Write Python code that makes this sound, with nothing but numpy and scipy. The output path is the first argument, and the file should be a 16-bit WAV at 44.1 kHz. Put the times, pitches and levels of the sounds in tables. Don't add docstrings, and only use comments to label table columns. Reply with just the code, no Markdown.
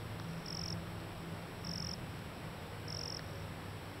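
import sys
import numpy as np
from scipy import signal
from scipy.fft import rfft, irfft
from scipy.io import wavfile

SR = 44100
rng = np.random.default_rng(int(sys.argv[2]) if len(sys.argv) > 2 else 0)


def transcribe(signal):
    frames = np.atleast_2d(signal).T
    limited = np.clip(frames, -1, 1)
    pcm = np.round(limited * 32767).astype(np.int16)
    wavfile.write(sys.argv[1], SR, pcm)


N = 176400
TIME = np.arange(N) / SR
FREQS = np.arange(N // 2 + 1) * SR / N


def from_db(db):
    return 10 ** (np.asarray(db) / 20)

def rms_one(x):
    return x / np.sqrt(np.mean(x ** 2) + 1e-20)

def in_time(rows):
    times, *columns = np.transpose(rows)
    return [np.interp(TIME, times, column) for column in columns]

def coloured_noise(spectrum):
    hz, db = np.transpose(spectrum)
    curve_db = np.interp(np.log(np.maximum(FREQS, 1)), np.log(hz), db)
    gain = from_db(curve_db) * np.sqrt(SR / 2)
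    return irfft(rfft(rng.standard_normal(N)) * gain, N)

def noise_around(centre_hz, width_hz):
    bell = np.exp(-.5 * ((FREQS - centre_hz) / width_hz) ** 2)
    return rms_one(irfft(rfft(rng.standard_normal(N)) * bell, N))

def band(x, edges_hz):
    return signal.sosfilt(signal.butter(4, edges_hz, "band", fs=SR, output="sos"), x + 1e-18)


# f/Hz, level/dB per Hz
HISS_SPECTRUM = [(20, -87), (31, -73), (45, -80), (250, -78), (500, -80), (1000, -83.5), (2000, -88.5),
                 (3200, -92), (4800, -97.5), (5600, -100), (6400, -103), (7300, -104.3), (9000, -104.3),
                 (12000, -106.8), (15500, -110)]

def forest_air():
    hiss = coloured_noise(HISS_SPECTRUM)
    chorus = from_db(-68.5) * noise_around(centre_hz=5420, width_hz=260)
    dip_hz, dip_width_hz = 6440, 1950
    dip = signal.iirnotch(dip_hz, dip_hz / dip_width_hz, fs=SR)
    return signal.lfilter(*dip, hiss + chorus)

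def camera_whine(low_hz=7868, high_hz=12600, frames_per_s=29.97):
    frame_time = TIME % (1 / frames_per_s)
    low = band(np.sin(2 * np.pi * low_hz * frame_time), edges_hz=(7650, 8100))
    high = np.sin(2 * np.pi * high_hz * TIME)
    return from_db(-73) * rms_one(low) + from_db(-81) * rms_one(high)


# f/Hz, relative level/dB
RUMBLE_SPECTRUM = [(45, -38), (68, -0.5), (82, 9), (92, 2), (103, 12), (120, 1.5), (136, 6), (156, 3),
                   (176, 2), (198, -0.5), (230, -37), (400, -41)]
# t/s, level/dB
RUMBLE_LOUDNESS = [(0, -50), (.5, -50.5), (1.1, -52.5), (1.5, -51), (1.9, -48.5), (2.5, -52.5),
                   (3.1, -51.5), (4, -51.5)]

def road_rumble():
    db, = in_time(RUMBLE_LOUDNESS)
    return from_db(db) * rms_one(coloured_noise(RUMBLE_SPECTRUM))


# loudest at t/s, half length/s, f/Hz, level/dB
TRAFFIC_TONES = [(0.898, 0.31, 333, -56.5), (1.27, 0.07, 331, -56.5), (2.052, 0.71, 200, -57.5),
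                 (2.048, 0.28, 123, -55.5), (2.85, 0.41, 477, -61.5), (3.345, .3, 556, -60),
                 (3.952, 0.16, 287, -59.5)]
WAVER_DB, WAVER_HZ = 1.5, .75

def far_traffic():
    out = np.zeros(N)
    for peak_s, half_length, hz, db in TRAFFIC_TONES:
        cycles = np.cumsum(hz + WAVER_HZ * noise_around(0, 2.64)) / SR
        gain = from_db(db + WAVER_DB * noise_around(0, 2.6))
        swell = np.exp(-((TIME - peak_s) / half_length) ** 2)
        out += gain * swell * np.sin(2 * np.pi * cycles)
    return np.sqrt(2) * out


# t/s, f/Hz, level/dB
HUM_CURVE = [(0, 109, -50), (.35, 106, -54.5), (.75, 103, -50.5), (1.5, 104, -58), (2.3, 101, -77),
             (2.8, 101, -53), (3.6, 101, -57), (4, 98, -58)]

def low_hum(waver_db=2):
    hz, db = in_time(HUM_CURVE)
    gain = from_db(db + waver_db * noise_around(0, 8.2))
    return np.sqrt(2) * gain * np.sin(2 * np.pi * np.cumsum(hz) / SR)


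# t/s, f/Hz, level/dB
MOTOR_CURVE = [(0, 165, -74), (.13, 165.4, -63), (.19, 166, -46.5), (.9, 166.5, -48), (1.1, 166, -53),
               (1.33, 166.8, -48), (1.47, 165, -58.5), (1.7, 167.5, -45.5), (2.0, 168.5, -51),
               (2.25, 166, -52), (2.6, 156, -52), (3.5, 159, -52.5), (4, 157, -62)]
# multiple of the pitch, added level/dB
MOTOR_TONES = [(.5, -11.5), (1, -2), (1.5, -20), (2, -20)]

def distant_motor():
    hz, db = in_time(MOTOR_CURVE)
    cycles = np.cumsum(hz + WAVER_HZ * noise_around(0, 3.7)) / SR
    out = np.zeros(N)
    for multiple, tone_db in MOTOR_TONES:
        gain = from_db(db + tone_db + WAVER_DB * noise_around(0, 3.1))
        out += gain * np.sin(2 * np.pi * multiple * cycles)
    return np.sqrt(2) * out


# t/s, snap level/dB, knock level/dB
LEAF_TICKS = [(.198, -38, -42), (.687, -40, -50), (1.0015, -46, -62), (1.423, -52, -63), (2.191, -44, -57),
              (3.1925, -37, -37), (3.8785, -53, -66)]

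def leaf_ticks():
    times, snap_db, knock_db = np.transpose(LEAF_TICKS)

    def bursts(levels, edges_hz, decay_s):
        fades = sum(from_db(db) * (TIME >= start) * np.exp(-np.abs(TIME - start) / decay_s)
                    for start, db in zip(times, levels))
        boost = np.sqrt(SR / 2 / (edges_hz[1] - edges_hz[0]))
        return boost * band(fades * rng.standard_normal(N), edges_hz)

    snaps = bursts(snap_db, edges_hz=(3530, 5600), decay_s=.00075)
    knocks = bursts(knock_db, edges_hz=(850, 1900), decay_s=.002)
    return snaps + knocks

def among_leaves(x, scatter_db, bounce_s=.005, bounce_db=-24, fade_s=.14):
    t = TIME[:SR // 2]
    tail = rng.standard_normal(len(t)) * from_db(-60 * t / fade_s) * (t > bounce_s)
    scatter = signal.fftconvolve(x, tail / np.linalg.norm(tail))[:N]
    bounce = np.r_[np.zeros(int(bounce_s * SR)), x][:N]
    return x + from_db(bounce_db) * bounce + from_db(scatter_db) * scatter

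def wing_strokes(trills, counts, pitch_hz):
    rise_s, stop_s = .0039, .0018
    fall_hz_per_s, bend_hz_per_s2 = 135000, 7800000
    slowing_s = .000052
    cold_db, cold_hz, warm_up_strokes = 4.5, 45.5, 1.3
    spread_db, spread_hz, rasp_spread_db = .2, 9, 5.5
    octave_db, rasp_db = -33.5, -34.5
    whistle, scraping = np.zeros(N), np.zeros(N)
    for (start, db, spacing), count in zip(trills, counts):
        for k, (loud, sharp, phase, scrape) in enumerate(rng.standard_normal((count, 4))):
            peak_s = start + k * spacing + slowing_s * k * (k - 1) / 2
            span = np.abs(TIME - peak_s) < spacing
            t = TIME[span] - peak_s
            cold = np.exp(-k / warm_up_strokes)
            swell = np.exp(-np.where(t < 0, np.abs(t / rise_s) ** 1.82, np.abs(t / stop_s) ** 1.5))
            swell *= from_db(db - cold_db * cold + spread_db * loud)
            stroke_hz = pitch_hz - cold_hz * cold + spread_hz * sharp
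            hz = stroke_hz - fall_hz_per_s * t - bend_hz_per_s2 * t * t
            angle = 2 * np.pi * (np.cumsum(hz) / SR + phase)
            whistle[span] += swell * (np.sin(angle) + from_db(octave_db) * np.sin(2 * angle))
            scraping[span] += swell * (1 - cold) * from_db(rasp_spread_db * scrape)
    rasp = rms_one(band(rng.standard_normal(N), edges_hz=(5540, 6960)))
    return whistle + from_db(rasp_db) * scraping * rasp


# first stroke t/s, peak level/dB, first gap between strokes/s
ANSWERS = [(.2015, -55.5, .0222), (1.572, -58, .0224), (3.1525, -55.5, .0227)]
ANSWER_STROKES = [12, 12, 13]

def far_cricket():
    return among_leaves(wing_strokes(ANSWERS, ANSWER_STROKES, pitch_hz=5400), scatter_db=-10)


# first stroke t/s, peak level/dB, first gap between strokes/s
CALLS = [(.4638, -34, .02177), (1.6507, -34, .02181), (2.884, -34, .02176)]
CALL_STROKES = [13, 14, 14]

def near_cricket():
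    return among_leaves(wing_strokes(CALLS, CALL_STROKES, pitch_hz=5283), scatter_db=-27)

def scene():
    foreground = near_cricket() + far_cricket() + leaf_ticks()
    drone = distant_motor() + low_hum() + road_rumble() + far_traffic()
    return (foreground + drone + forest_air() + camera_whine())[None]

def record(dry, cutoff_hz=15700):
    return signal.sosfilt(signal.ellip(14, .1, 70, cutoff_hz, fs=SR, output="sos"), dry)


dry = scene()
out = record(dry)
transcribe(out)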